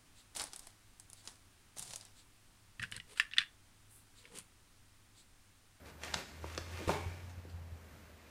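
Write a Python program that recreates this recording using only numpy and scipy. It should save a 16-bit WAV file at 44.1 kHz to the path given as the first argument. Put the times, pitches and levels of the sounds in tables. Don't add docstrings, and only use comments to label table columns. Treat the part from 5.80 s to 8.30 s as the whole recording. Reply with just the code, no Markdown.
import sys
import numpy as np
from scipy import signal
from scipy.fft import rfft, irfft
from scipy.io import wavfile
from scipy.ndimage import uniform_filter1d

SR = 44100
rng = np.random.default_rng(int(sys.argv[2]) if len(sys.argv) > 2 else 0)


def waveform_to_disk(signal):
    frames = np.transpose(np.atleast_2d(signal))
    scaled = np.clip(frames, -1, 1) * 32767
    samples = np.round(scaled).astype(np.int16)
    wavfile.write(sys.argv[1], SR, samples)


N = 110250


def undb(db):
    return 10 ** (np.asarray(db) / 20)


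def unit(x):
    return x / np.sqrt(np.mean(x ** 2))


def curve(rows):
    return np.interp(np.arange(N) / SR, *np.array(rows).T)


def at_hz(rows, hz):
    freqs, values = np.array(rows).T
    return np.interp(np.log(np.maximum(hz, 1)), np.log(freqs), values)


def colour(x, spectrum):
    gain = undb(at_hz(spectrum, np.fft.rfftfreq(N, 1 / SR)))
    return unit(irfft(rfft(x) * gain, N))


def waver(rate_hz):
    hold = int(SR / rate_hz)
    steps = np.repeat(rng.standard_normal(N // hold + 1), hold)
    return unit(uniform_filter1d(steps, hold)[:N])


def add(track, start_s, x):
    i = int(start_s * SR)
    track[i:i + len(x)] += x[:N - i]


# f/Hz, level/dB
AIR_SPECTRUM = [(20, -13), (55, 6), (110, 0.5), (200, 0.5), (350, -6), (550, -4), (800, -11), (1600, -10.5),
                (2300, -16), (2900, -19.5), (6000, -23.5), (10000, -25.5), (15000, -25.5)]


def air(level_db=-58, waver_db=1.66):
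    noise = colour(rng.standard_normal(N), AIR_SPECTRUM)
    return noise * undb(level_db - waver_db * waver(rate_hz=3.5))


# t/s, f/Hz
HUM_PITCH_HZ = [(0, 76), (.3, 76.5), (.47, 79), (.68, 80), (.85, 85), (1.05, 85.5), (1.28, 87), (1.38, 90),
                (2.5, 76)]


def hum_tone():
    return np.sin(2 * np.pi * np.cumsum(curve(HUM_PITCH_HZ)) / SR)


# t/s, level/dB
HUM_LEVEL_DB = [(0, -64.5), (.32, -53), (.42, -64), (.52, -65), (.63, -48), (.85, -50.5), (.95, -45),
                (1.02, -49.5), (1.2, -47), (1.39, -52), (1.62, -51.5), (1.7, -51.5), (1.82, -49),
                (2.15, -62), (2.5, -65)]
# f/Hz, level/dB
RUMBLE_SPECTRUM = [(20, -25), (60, -1), (110, 5.5), (160, 3.5), (210, -3.5), (450, -19), (900, -8),
                   (3000, -50)]


def hum(tone, rumble_db=-11, waver_db=1.1):
    rumble = undb(rumble_db) * colour(rng.standard_normal(N), RUMBLE_SPECTRUM)
    envelope = undb(curve(HUM_LEVEL_DB) + waver_db * waver(rate_hz=23.16))
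    return (unit(tone) + rumble) * envelope


# t/s, relative level/dB
RUB_LEVEL_DB = [(0, -103), (.035, -93), (.055, -56.5), (.1, -56), (.16, -84), (.22, -52.5), (.26, -47.5),
                (.32, -50), (.39, -44), (.45, -62), (.59, -61), (.67, -52.5), (.73, -52.5), (.85, -56.5),
                (.99, -49), (1.065, -51.5), (1.1, -37.5), (1.19, -52.5), (1.26, -56), (1.4, -59.5),
                (1.6, -66.5), (1.78, -68), (1.95, -67), (2.3, -66), (2.47, -63)]
# f/Hz, level/dB
RUB_SPECTRUM = [(60, -47), (200, 3.5), (400, 9), (700, 5), (1300, 4), (2500, 5), (3000, 0), (6000, -5),
                (9000, -10), (15000, -18.5)]


def rubbing(slips_per_s=3500, spread_db=2, gain_db=-1):
    slips = rng.random(N) < slips_per_s / SR
    size = undb(-spread_db * np.minimum(rng.exponential(size=N), 5))
    polarity = rng.choice([-1, 1], N)
    return colour(slips * size * polarity, RUB_SPECTRUM) * undb(curve(RUB_LEVEL_DB) + gain_db)


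def strikes(events, modes, noise_db, noise_t60_s, highpass_hz, detune=0.025):
    t = np.arange(SR // 3) / SR
    direct, send = np.zeros(N), np.zeros(N)
    for start_s, level_db, lowpass_hz, send_db in events:
        stretch = 1 + detune * rng.uniform(-0.78, 1, len(modes))
        ring = np.zeros(len(t))
        for k, (hz, mode_db, t60_s) in enumerate(modes):
            decay = undb(mode_db - 60 * t / t60_s)
            ring += (-1) ** k * decay * np.sin(2 * np.pi * hz * stretch[k] * t)
        burst = undb(noise_db - 60 * t / noise_t60_s) * rng.standard_normal(len(t))
        burst = signal.lfilter(*signal.butter(1, highpass_hz, "high", fs=SR), burst)
        hit = signal.lfilter(*signal.butter(3, lowpass_hz, fs=SR), ring + burst)
        rms_1ms = np.sqrt(np.sum(hit ** 2) / (SR * .001))
        hit *= undb(level_db) / rms_1ms
        add(direct, start_s, hit)
        add(send, start_s, hit * undb(send_db))
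    return direct, send


# t/s, level/dB, low-pass/Hz, room send/dB
CLICK_HITS = [(.2352, -33.5, 7160, -0.5), (.248, -42, 10200, -21), (.3387, -37, 7900, 2),
              (.3403, -33.5, 1800, -1), (.3419, -23, 5960, -7.5), (.749, -42, 8000, -4),
              (.7773, -29, 5660, -4.5), (.9745, -43.5, 4900, -23), (1.077, -47, 8800, 11),
              (1.082, -35.5, 4930, -17), (1.496, -54.5, 7100, 6), (1.693, -66.5, 7060, 16.5)]
# f/Hz, level/dB, t60/s
SHELL_MODES = [(666, -5.5, 0.011), (1296, -5.5, 0.015), (1705, -3, 0.014), (2700, -5.5, 0.017),
               (3376, 4, 0.0052), (4400, -1.5, 0.0073), (6150, -5.5, 0.0092), (7240, -3, 0.0043)]


def clicks():
    return strikes(CLICK_HITS, SHELL_MODES, noise_db=10.5, noise_t60_s=0.0092, highpass_hz=880)


# t/s, peak level/dB
HANDLING_BUMPS = [(.35, -50), (0.809, -48), (1.073, -33.5), (1.259, -35.5), (1.276, -42), (1.309, -46),
                  (1.435, -48), (1.575, -42.5), (1.739, -44), (1.92, -42.5), (2.264, -61)]


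def handling_bumps(tone, rise_s=0.0067):
    t = np.arange(SR // 5) / SR
    pulse = t / rise_s * np.exp(1 - t / rise_s)
    envelope = np.zeros(N)
    for start_s, peak_db in HANDLING_BUMPS:
        add(envelope, start_s, undb(peak_db) * pulse)
    return tone * envelope


# t/s, level/dB, low-pass/Hz, room send/dB
TAP_HITS = [(.356, -36.5, 245, 0.5), (.6425, -31.5, 1770, -6.5), (.7783, -30.5, 680, -9.5),
            (1.004, -39, 610, 7), (1.0755, -26.5, 660, -14), (1.082, -36, 796, 12.5), (1.650, -42, 497, -4)]
# f/Hz, level/dB, t60/s
HELD_MODES = [(157, -9.5, 0.034), (312, -1.5, 0.026), (450, 3, 0.012), (1065, 1.5, 0.01)]


def taps():
    return strikes(TAP_HITS, HELD_MODES, noise_db=16, noise_t60_s=0.0024, highpass_hz=79.5)


# t/s, level/dB, low-pass/Hz, room send/dB
KNOCK_HITS = [(1.093, -18, 1210, -8), (1.0985, -25.5, 980, 2), (1.108, -43.5, 2980, 12),
              (1.133, -41.5, 2550, 16), (1.152, -31, 1010, -0.5), (1.183, -54, 2210, 11)]
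# f/Hz, level/dB, t60/s
HEAP_MODES = [(164.6, -17.5, 0.13), (334, -33, 0.15), (408.8, -10, 0.069), (607, -23, 0.087),
              (786, -11, 0.081), (990, 0, 0.0099), (1068, -7, 0.04), (1637, -32, 0.1), (2388, -7, 0.028)]


def knocks():
    return strikes(KNOCK_HITS, HEAP_MODES, noise_db=6, noise_t60_s=0.015, highpass_hz=120)


# f/Hz, t60/s
ROOM_T60_S = [(100, 0.84), (400, 0.52), (900, 0.59), (2000, 0.9), (5000, 0.61), (12000, 1)]


def room(send, delay_s=0.0026, early_db=6, early_decay_s=0.015, smooth_hz=50, low_cut_hz=90):
    t, f = np.arange(SR) / SR, np.arange(SR // 2 + 1)
    noise_spectrum = rfft(rng.standard_normal(SR))
    tail = np.zeros(SR)
    for hz in 125 * 2. ** np.arange(8):
        octave = (f >= hz / np.sqrt(2)) & (f < hz * np.sqrt(2))
        tail += irfft(noise_spectrum * octave, SR) * undb(-60 * t / at_hz(ROOM_T60_S, hz))
    early_boost = 1 + undb(early_db) * np.exp(-t / early_decay_s)
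    spectrum = rfft(tail * early_boost)
    local_power = uniform_filter1d(np.abs(spectrum) ** 2, size=smooth_hz)
    flattened = irfft(spectrum / np.sqrt(local_power + 1) * (f > low_cut_hz), SR)
    response = np.r_[np.zeros(int(delay_s * SR)), flattened[:SR * 3 // 4]]
    return signal.fftconvolve(send, response / np.sqrt(np.sum(response ** 2)))[:N]


def scene(rub_send_db=-6.5):
    click, click_send = clicks()
    tap, tap_send = taps()
    knock, knock_send = knocks()
    rub = rubbing()
    reverb = room(click_send + tap_send + knock_send + undb(rub_send_db) * rub)
    tone = hum_tone()
    return (click + tap + knock + rub + reverb + handling_bumps(tone) + hum(tone) + air())[None]


def record(dry):
    cutoff_hz = 15400
    return signal.sosfilt(signal.ellip(10, .1, 70, cutoff_hz, fs=SR, output="sos"), dry)


dry = scene()
out = record(dry)
waveform_to_disk(out)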